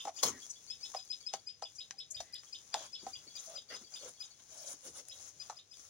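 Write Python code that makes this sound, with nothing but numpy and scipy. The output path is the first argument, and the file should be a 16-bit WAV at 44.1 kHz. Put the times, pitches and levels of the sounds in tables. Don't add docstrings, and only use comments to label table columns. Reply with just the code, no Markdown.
import sys
import numpy as np
from scipy import signal
from scipy.fft import rfft, irfft, next_fast_len
from scipy.io import wavfile

SR = 44100
rng = np.random.default_rng(int(sys.argv[2]) if len(sys.argv) > 2 else 0)


def bounce(signal):
    frames = np.transpose(np.atleast_2d(signal))
    limited = np.clip(frames, -1, 1)
    pcm = np.round(limited * 32767).astype(np.int16)
    wavfile.write(sys.argv[1], SR, pcm)


N = 259749
TIME = np.arange(N) / SR

# [start_s, length_s, swell_db from start to end, relative hiss_db, relative brush_db]
STROKES = [(0.01, 0.07, 2, -63.5, -63), (0.176, 0.04, -2.5, -58, -81), (0.262, 0.032, -4.5, -45, -44),
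           (0.3, 0.13, -13, -77, -63.5), (0.962, 0.049, -14, -67, -62.5), (1.339, 0.029, -2, -63.5, -57),
           (2.746, 0.12, -3, -60.5, -52.5), (3.009, 0.096, 6, -66.5, -62), (3.14, 0.12, 2, -73, -73),
           (3.356, 0.11, 1, -60, -67), (3.5, 0.076, -1, -64.5, -61), (3.707, 0.06, 2.5, -62.5, -57),
           (3.79, 0.034, 10.5, -70, -71), (3.926, 0.048, 2, -60.5, -66.5), (4.027, 0.063, 1.5, -62, -57.5),
           (4.206, 0.14, -10, -68.5, -69.5), (4.389, 0.012, 9, -74, -66), (4.504, 0.23, 8.5, -60, -66),
           (4.843, 0.039, 7.5, -60.5, -58), (4.958, 0.042, 3, -59, -58), (5.078, 0.21, 7.5, -64.5, -78),
           (5.422, 0.17, -4, -71, -68), (5.793, 0.11, 2, -68.5, -76)]
STROKE_ATTACK_S, STROKE_RELEASE_S = 0.015, 0.014
# [start_s, length_s, swell_db, relative level_db]
BRIGHT_HISSES = [(4.072, 0.02, 14, -58.5), (4.504, 0.22, 24.5, -60), (4.847, 0.056, -5, -57),
                 (4.963, 0.02, 8, -52.5)]
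# [time_s, level_db]
SCRAPE = [(3.692, -83), (3.704, -49), (3.73, -46.5), (3.765, -58)]
# [time_s, level_db]
SLAP = [(.15, -58), (.224, -79), (.229, -32.5), (.233, -21.5), (.242, -27.5), (.25, -31), (.27, -43)]
# [start_s, relative level_db, time_to_die_away_s (by 60 dB)]
BUMPS = [(0.054, -54.5, 0.19), (0.254, -38, 0.36), (0.345, -64, 0.17), (1.34, -51.5, 0.16),
         (1.624, -63, .1), (2.206, -67, 0.11), (2.81, -61.5, 0.36), (3.033, -50.5, 0.22),
         (3.075, -56.5, 0.14), (3.275, -55.5, 0.12), (3.725, -53.5, 0.27), (3.813, -55, 0.16),
         (4.086, -61, 0.14), (4.409, -69, 0.089), (4.74, -59, .14), (4.862, -54, 0.41), (4.985, -64, .22)]
BUMP_ATTACK_S = 0.0045
# [start_s, length_s, swell_db, relative level_db, centre_hz at mid-burst]
HUFFS = [(0.256, 0.029, 4, -42, 500), (2.762, 0.097, -17, -51.5, 640), (3.49, 0.091, -5.5, -54, 615),
         (3.714, 0.053, -2.5, -55.5, 470), (4.03, 0.066, -2, -51, 490), (4.526, .19, 9, -59.5, 600),
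         (4.858, 0.029, -2, -53.5, 476), (4.968, 0.04, 3, -57, 520), (5.085, 0.18, -4, -71, 550),
         (5.515, 0.056, -15, -66, 680)]
HUFF_ATTACK_S, HUFF_RELEASE_S = 0.012, 0.012
HUFF_SAG_HZ = 69.73

# [start_s, relative ring_db, ring_hz, ring_time_s, relative tick_db]
CLACKS = [(0.052, -41.5, 810, 0.05, -44.5), (0.071, -41, 791, 0.033, -50), (0.075, -41, 861, 0.049, -57),
          (0.081, -38.5, 782, 0.026, -47), (0.09, -40.5, 802, 0.031, -50), (0.94, -48, 1160, 0.018, -54),
          (0.947, -37, 766, 0.04, -43.5), (1.337, -36, 809, 0.039, -37.5), (1.623, -37, 795, 0.034, -43),
          (1.909, -44.5, 1890, 0.012, -44), (2.204, -37, 707, 0.016, -40), (2.746, -31.5, 818, 0.027, -42),
          (3.066, -41, 788, 0.047, -49.5), (5.498, -39, 884, 0.032, -44), (5.503, -47.5, 1310, .025, -57),
          (5.525, -55.5, 1140, .025, -61)]
# [multiple of ring_hz, level_db]
BILL_MODES = [(0.639, -12), (.83, -4.5), (0.998, 0.5), (1.362, -11.5), (1.62, -15), (2.45, -22.5)]
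# [start_s, relative level_db, lower_edge_hz]
SNAPS = [(0.2325, -35, 2400), (0.236, -25.5, 2430), (0.241, -37, 2400), (1.052, -45, 9000),
         (1.332, -43, 2400), (1.337, -32, 2440), (1.343, -43, 2400), (1.62, -48, 2400),
         (1.909, -31.5, 2390), (1.991, -42.5, 9000), (2.204, -62, 5000), (2.326, -45, 9000),
         (2.343, -33.5, 9000), (2.363, -46, 9000), (2.435, -48, 1000), (2.742, -21, 2430),
         (2.745, -40, 2400), (5.085, -35, 7950)]
SNAP_WIDTH_HZ = 4500
# [time_s, level_db, pitch_hz]
SQUEAKS = [(0.501, -42.5, 6030), (1.7572, -53.5, 5750), (2.1096, -40, 6710)]
# [time_s from its own zero, pitch_ratio, level_db]
SQUEAK_SHAPE = [(-.008, .98, -22), (0, .995, -3), (.006, 1.0, 0), (.014, .995, -2), (.026, .985, -22)]
# [multiple of its pitch, level_db]
SQUEAK_PARTIALS = [(0.872, -13.5), (1.003, -3), (1.152, -4.5), (1.31, -3), (1.552, -9.5), (1.798, -7)]

# [time_s, peep_db, pitch_hz of the strong second harmonic, flick_db]
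PEEPS = [(-0.016, -46.5, 5050, -33), (0.164, -45.5, 4880, -40.5), (0.7007, -37, 5090, -40),
         (0.832, -38, 5086, -40), (0.9663, -38.5, 4997, -44), (1.1045, -34, 5020, -37),
         (1.264, -36.5, 5025, -42.5), (1.471, -38.5, 5004, -44), (1.633, -39, 4970, -40),
         (1.786, -39.5, 4960, -36), (1.984, -42, 5020, -36.5), (2.1478, -39.5, 4916, -36),
         (2.3339, -38.5, 4955, -38), (2.5285, -40.5, 5004, -37), (2.7305, -42, 4790, -39),
         (2.93, -42.5, 5080, -37), (3.1333, -42.5, 4830, -39), (3.353, -43.5, 4840, -41),
         (3.555, -42, 4950, -37), (3.741, -43.5, 5054, -41.5), (3.9396, -41.5, 4910, -39),
         (4.2048, -39.5, 4966, -40.5), (5.096, -48, 5050, -39.5), (5.4008, -42, 4940, -46.5),
         (5.569, -50, 4990, -44.5), (5.711, -51, 5040, -51)]
# [time_s, peep_db, pitch_hz, flick_db]
FAR_PEEPS = [(0.395, -60, 4560, -51), (0.5326, -55.5, 4520, -54.5), (0.676, -49.5, 4500, -51),
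             (0.805, -52, 4560, -61), (1.063, -59, 4500, -63), (1.205, -50.5, 4540, -59),
             (1.347, -50, 4540, -64), (2.443, -65, 4550, -57.5), (2.85, -54, 4600, -59.5),
             (2.991, -49, 4650, -59), (3.2738, -50, 4520, -58), (3.689, -49.5, 4600, -61),
             (3.8408, -53, 4600, -60), (3.995, -55, 4400, -55), (4.145, -60, 4430, -64),
             (4.3095, -53, 4450, -65.5), (5.76, -60, 4590, -73)]
# [time_s from its own zero, pitch_ratio, level_db]
PEEP_SHAPE = [(-.011, .925, -38), (-.004, .96, -19), (-.0005, .985, -4), (.003, 1.0, 0), (.013, 1.009, -1),
              (.02, 1.01, -12), (.03, 1.0, -34)]
# [time_s from its own zero, pitch_ratio, level_db]
FLICK_SHAPE = [(-.006, .76, -26), (-.002, .83, -9), (.002, .95, -2), (.005, 1.02, 0), (.012, 1.01, -2),
               (.016, .9, -9), (.023, .82, -22)]
# [multiple of its pitch, level_db]
PEEP_PARTIALS = [(0.502, -18.5), (1, -2), (1.528, -23.5)]
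# [multiple of its pitch, level_db]
FLICK_PARTIALS = [(0.859, -13.5), (.99, -6), (1.06, -24)]
FLICK_HZ, FAR_FLICK_HZ = 3672, 3500
FLICK_SPREAD = 0.0299
FLICK_AFTER_S, FAR_FLICK_AFTER_S = 0.019, 0.027
YARD_T60_S = 0.16
WALL_ECHO_S, WALL_ECHO_DB = 0.05, -21
# [start_s, length_s, pitch_hz, level_db]
FAINT_TONES = [(0.3, 0.097, 1900, -59), (1.925, 0.033, 813, -66), (2.09, 0.12, 614, -74.5),
               (2.13, 0.29, 1915, -67.5), (2.431, 0.0069, 1240, -61)]

# [time_s, relative level_db]
PLUMAGE = [(0, -63), (.55, -55), (1.25, -59.5), (1.5, -63.5), (2.25, -63.5), (2.55, -61), (2.92, -59.5),
           (4.8, -62), (5.15, -57), (5.89, -63)]
PLUMAGE_WAVER_DB = -3.84
# [start_s, length_s, level_db]
RUMBLE_SWELLS = [(0.28, 0.084, -62), (2.17, 0.056, -61), (3.06, 0.16, -74), (4.905, 0.039, -67)]
RUMBLE_DB, RUMBLE_WAVER_DB = -78, 2.5
AIR_DB, AIR_WAVER_DB = -70.5, 2.0

# [frequency_hz, level_db per Hz]
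HISS = [(1500, -7.5), (2600, -8.5), (3600, -5.5), (5000, -4), (6600, 4.5), (7800, -4), (9600, 1),
        (12500, -13), (15500, -6.5)]
# [frequency_hz, level_db per Hz]
BRUSH = [(450, -20), (800, 0.5), (1100, 8.5), (1600, 1), (2500, -1.5), (3500, 5), (5000, -8), (8000, -23),
         (15000, -53)]
# [frequency_hz, level_db per Hz]
BRIGHT_COLOUR = [(4500, -29), (7000, 0), (8300, 2.5), (9300, 8), (11200, -5), (13000, -11), (15500, -12)]
# [frequency_hz, level_db per Hz]
SCRAPE_COLOUR = [(1100, -11), (1520, -3.5), (1900, 2), (2400, -9), (3100, -3), (4000, -18), (4700, -9),
                 (8000, -42)]
# [frequency_hz, level_db per Hz]
SLAP_COLOUR = [(80, -24), (250, -4), (500, 17.5), (1100, 9.5), (2400, -2), (3800, 13), (6500, 9),
               (10000, 10), (13000, 10), (15500, 9.5)]
# [frequency_hz, level_db per Hz]
THUMP = [(50, -77), (120, -5.5), (240, 8.5), (380, 10.5), (550, -0.5), (1000, -18)]
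# [frequency_hz, level_db per Hz]
AIR = [(25, -13), (60, -7), (120, 9), (250, 2), (550, 3), (1000, -6), (2000, -1), (3500, 2), (6000, -3),
       (15000, -39)]
# [frequency_hz, level_db per Hz]
RUMBLE = [(25, -28), (50, 0.5), (95, 9), (135, -3.5), (220, -16.5)]

# [frequency_hz, left_db, right_db]
PORTS = [(1150, -2.5, 0), (2800, -2, -6), (3380, -5, 0.5), (4660, 4, -4.5), (6070, 9, -4.5),
         (7580, 4.5, -6), (8280, -15, -7.5), (9840, -22, 2.5), (11800, -14.5, -14), (13000, -14, -12.5),
         (15300, -1.5, -1.5)]
# [frequency_hz, phase_radians]
PORT_PHASE = [(50, 0), (1100, -.5), (2000, 0), (2700, 1), (3400, 1), (4300, 1.42), (4850, 5), (6300, 4.5),
              (7100, 3), (7900, 1.24), (9600, 2.6), (12000, 1), (14300, 1.4), (15700, 4)]
CUTOFF_HZ = 15900


def feathers():
    hiss_gain = brush_gain = 0
    for s, length, swell_db, hiss_db, brush_db in STROKES:
        movement = stroke(s, length, swell_db, 0, STROKE_ATTACK_S, STROKE_RELEASE_S)
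        hiss_gain = hiss_gain + from_db(hiss_db) * movement
        brush_gain = brush_gain + from_db(brush_db) * movement
    hiss = from_db(7.0) * hiss_gain * fluttering(HISS, patchy_db=3.5, grain=1.17)
    brush = from_db(-0.5) * brush_gain * fluttering(BRUSH, patchy_db=3.0, grain=0.46)
    scrape = level(SCRAPE) * fluttering(SCRAPE_COLOUR, patchy_db=1.0, grain=1.8)
    return hiss + brush + scrape


def wing_slap():
    burst = air_noise(0.6) + 1.46 * barbs(3000, spread_db=-7.0)
    return level(SLAP) * coloured(burst, SLAP_COLOUR)


def bright_hiss():
    gain = sum(stroke(*row, attack_s=0.017, release_s=0.0098) for row in BRIGHT_HISSES)
    return from_db(3) * gain * fluttering(BRIGHT_COLOUR, patchy_db=-1.5, grain=1.2)


def body_bumps():
    gain = sum(stroke(s, 1 / SR, 0, db, BUMP_ATTACK_S, t60 / np.log(1000)) for s, db, t60 in BUMPS)
    return from_db(-4.0) * gain * coloured(air_noise(0.46), THUMP)


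def huffing_bursts():
    gain = sum(stroke(*row[:4], HUFF_ATTACK_S, HUFF_RELEASE_S) for row in HUFFS)
    centre_points = []
    for s, length, _, _, hz in HUFFS:
        centre_points.append((s, hz + HUFF_SAG_HZ / 2))
        centre_points.append((s + length, hz - HUFF_SAG_HZ / 2))
    centre_hz = np.interp(TIME, *np.transpose(centre_points))
    core = signal.butter(1, 40, fs=SR, output="sos")
    skirt = signal.butter(1, 260, fs=SR, output="sos")
    slow_noise = signal.sosfilt(np.vstack([core, skirt]), air_noise(0.44) + 1j * air_noise(0.27))
    carrier = np.exp(2j * np.pi * np.cumsum(centre_hz) / SR)
    return from_db(-5.0) * gain * rms_one(np.real(slow_noise * carrier))


def off_slab(x, gain_db):
    lag = SR * (0.001345 + 0.0003 * drift(1.5))
    bounced = np.array([np.interp(np.arange(N) - lag, np.arange(N), side) for side in x])
    return x + from_db(gain_db) * bounced


def bill():
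    out, t = np.zeros((2, N)), np.arange(SR // 10) / SR
    too_small_for_bass = signal.butter(4, 470, "high", fs=SR, output="sos")
    ratio, mode_db = np.transpose(BILL_MODES)
    sign = (-1) ** np.arange(len(ratio))
    for s, ring_db, hz, ring_s, tick_db in CLACKS:
        strengths = sign * from_db(mode_db + rng.normal(0, 1.3, len(ratio)))
        pitches = hz * ratio * rng.normal(1, 0.02, len(ratio))
        modes = strengths @ np.sin(2 * np.pi * np.outer(pitches, t))
        ring = signal.sosfilt(too_small_for_bass, modes * from_db(-60 * t / ring_s))
        click = tick(t60=0.022, low_hz=1670, high_hz=9000)
        add(out, s, in_yard(from_db(ring_db + 6.0) * ring, wet_db=-8.5, t60=0.11))
        add(out, s, in_yard(from_db(tick_db + 8.5) * click, wet_db=-2.0, t60=0.066))
    return out


def quills_and_claws():
    out = calls(SQUEAKS, SQUEAK_SHAPE, SQUEAK_PARTIALS, waver=0.028, wet_db=-11)
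    for s, db, low_hz in SNAPS:
        snap = from_db(db + 4) * tick(t60=0.0084, low_hz=low_hz, high_hz=low_hz + SNAP_WIDTH_HZ)
        add(out, s, in_yard(snap, wet_db=-10, t60=0.11))
    return out


def tick(t60, low_hz, high_hz):
    t = np.arange(SR // 10) / SR
    splinters = 0.3 * rng.standard_normal(len(t)) * from_db(-60 * t / t60)
    burst = (t == 0) + splinters
    band = signal.butter(1, [low_hz, high_hz], "band", fs=SR, output="sos")
    top_cut = signal.butter(2, high_hz, fs=SR, output="sos")
    burst = signal.sosfilt(top_cut, signal.sosfilt(band, burst))
    return burst / np.abs(burst).max()


def young_birds():
    near = calls([row[:3] for row in PEEPS], PEEP_SHAPE, PEEP_PARTIALS, waver=0.011, wet_db=-2.5)
    flick_rows = [(s + FLICK_AFTER_S, db, FLICK_HZ * rng.normal(1, FLICK_SPREAD)) for s, _, _, db in PEEPS]
    flicks = calls(flick_rows, FLICK_SHAPE, FLICK_PARTIALS, waver=0.051, wet_db=-2.5)
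    far = calls([row[:3] for row in FAR_PEEPS], PEEP_SHAPE, PEEP_PARTIALS, waver=0.012, wet_db=-1.5)
    far_flick_rows = [(s + FAR_FLICK_AFTER_S, db, FAR_FLICK_HZ) for s, _, _, db in FAR_PEEPS]
    far_flicks = calls(far_flick_rows, PEEP_SHAPE, [(0.95, 0.0085)], waver=0.03, wet_db=-1.5)
    return near + flicks + far + far_flicks


def calls(rows, shape, partials, waver, wet_db):
    out = np.zeros((2, N))
    for s, db, hz in rows:
        tone = from_db(db) * whistle(shape, hz, partials, waver)
        start = s + shape[0][0]
        add(out, start, in_yard(tone, wet_db, YARD_T60_S, gap_s=0.0049))
        echo = from_db(WALL_ECHO_DB) * in_yard(tone, wet_db=-10.5, t60=0.076)
        add(out, start + WALL_ECHO_S * rng.normal(1, 0.13), echo)
    return out


def whistle(shape, hz, partials, waver):
    s, ratio, db = np.transpose(shape)
    s = s * np.exp(0.094 * rng.standard_normal())
    ratio = ratio * (1 + 0.22 * waver * rng.standard_normal(len(s)))
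    t = np.arange(s[0], s[-1], 1 / SR)
    pitch = hz * np.interp(t, s, ratio) * (1 + waver * drift(939, size=len(t)))
    phase = 2 * np.pi * np.cumsum(pitch) / SR
    flutter_db = 1.5 * drift(350, size=len(t))
    gain = from_db(np.interp(t, s, db) + flutter_db)
    return gain * sum(from_db(partial_db) * np.sin(k * phase) for k, partial_db in partials)


def faint_tones():
    out = np.zeros((2, N))
    for s, length, hz, db in FAINT_TONES:
        shape = [(0, 1.0, -12), (0.3 * length, 1.01, 0), (0.75 * length, 0.99, -1), (length, 0.96, -16)]
        tone = whistle(shape, hz, [(1, 0)], waver=0.1)
        add(out, s, in_yard(from_db(db) * tone, wet_db=2.0, t60=0.11))
    return out


def background():
    air = from_db(AIR_DB + AIR_WAVER_DB * drift(7)) * coloured(air_noise(0.95), AIR)
    swells = sum(stroke(s, length, 0, db, attack_s=0.023, release_s=0.0083) for s, length, db in RUMBLE_SWELLS)
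    rumble_gain = from_db(RUMBLE_DB + RUMBLE_WAVER_DB * drift(6)) + swells
    rumble = rumble_gain * coloured(air_noise(0.17), RUMBLE)
    stirring = level(PLUMAGE) * from_db(-2.0 + PLUMAGE_WAVER_DB * drift(9))
    plumage = stirring * coloured(air_noise(3.2) + 2.1 * barbs(700, spread_db=6.5), HISS)
    return air + rumble + plumage


def fluttering(spectrum, patchy_db, grain):
    edges_hz = 300 * 2 ** (np.arange(13) * 12 / 25)
    sources = [air_noise(3.06) + grain * barbs(1100, spread_db=5.0) for _ in range(2)]
    out = 0
    for k, band in enumerate(zip(edges_hz, edges_hz[1:])):
        sos = signal.butter(2, band, "band", fs=SR, output="sos")
        out = out + signal.sosfilt(sos, sources[k % 2]) * from_db(patchy_db * drift(60))
    return coloured(out, spectrum)


def barbs(per_s, spread_db):
    sizes = from_db(spread_db * np.minimum(rng.exponential(1, N), 4)) * rng.choice([-1, 1], N)
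    happens = rng.random(N) < per_s / SR
    return rms_one(sizes * happens)


def air_noise(apart):
    return rng.standard_normal(N) + apart * rng.standard_normal((2, N))


def coloured(x, spectrum):
    size = next_fast_len(N)
    gain = from_db(at_hz(spectrum, np.fft.rfftfreq(size, 1 / SR)))
    return rms_one(irfft(rfft(x, size) * gain, size)[..., :N])


def stroke(s, length, swell_db, db, attack_s, release_s):
    progress = np.clip((TIME - s) / length, 0, 1)
    before = np.maximum(s - TIME, 0) / attack_s
    after = np.maximum(TIME - s - length, 0) / release_s
    return from_db(db + swell_db * (progress - 0.5)) * np.exp(-np.minimum(before + after, 20))


def level(rows):
    rows = np.array(rows)
    outside = np.abs(TIME - np.clip(TIME, rows[0, 0], rows[-1, 0]))
    return from_db(np.interp(TIME, rows[:, 0], rows[:, 1])) * np.exp(-np.minimum(outside / 0.013, 20))


def in_yard(sound, wet_db, t60, gap_s=0.0017):
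    t = np.arange(SR // 4) / SR
    scatter = rng.standard_normal(len(t)) + 0.68 * rng.standard_normal((2, len(t)))
    scatter = scatter * from_db(-60 * t / t60) * np.clip((t - gap_s) / 0.0013, 0, 1)
    response = from_db(wet_db) * scatter / np.sqrt(np.sum(scatter ** 2) / 2) + (t == 0)
    return signal.fftconvolve(sound[None], response, axes=1)


def drift(rate, size=N):
    knots = np.arange(size) * rate / SR
    return np.interp(knots, np.arange(4096), rng.standard_normal(4096))


def add(out, s, sound):
    start = int(round(s * SR))
    first, last = max(start, 0), min(start + sound.shape[-1], N)
    out[..., first:last] += sound[..., first - start:last - start]


def at_hz(points, hz, axis=1):
    points = np.array(points)
    return np.interp(np.log(hz + 1e-9), np.log(points[:, 0]), points[:, axis])


def from_db(db):
    return 10 ** (np.asarray(db) / 20)


def rms_one(x):
    return x / np.sqrt(np.mean(x ** 2) + 1e-20)


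def scene():
    struggle = feathers() + wing_slap() + bright_hiss() + body_bumps() + huffing_bursts()
    contacts = bill() + quills_and_claws()
    voices_and_tones = young_birds() + faint_tones()
    return off_slab(struggle, gain_db=-9.5) + contacts + voices_and_tones + background()


def record(dry):
    size = next_fast_len(N + 2048)
    hz = np.fft.rfftfreq(size, 1 / SR)
    ports = [(600, 0, 0)] + list(PORTS)
    left = from_db(at_hz(ports, hz, axis=1))
    right = from_db(at_hz(ports, hz, axis=2)) * np.exp(-1j * at_hz(PORT_PHASE, hz))
    heard = irfft(rfft(dry, size) * np.array([left, right]), size)[:, :N]
    top_cut = signal.ellip(10, 0.3, 80, CUTOFF_HZ, fs=SR, output="sos")
    return signal.sosfilt(top_cut, heard)


dry = scene()
out = record(dry)
bounce(out)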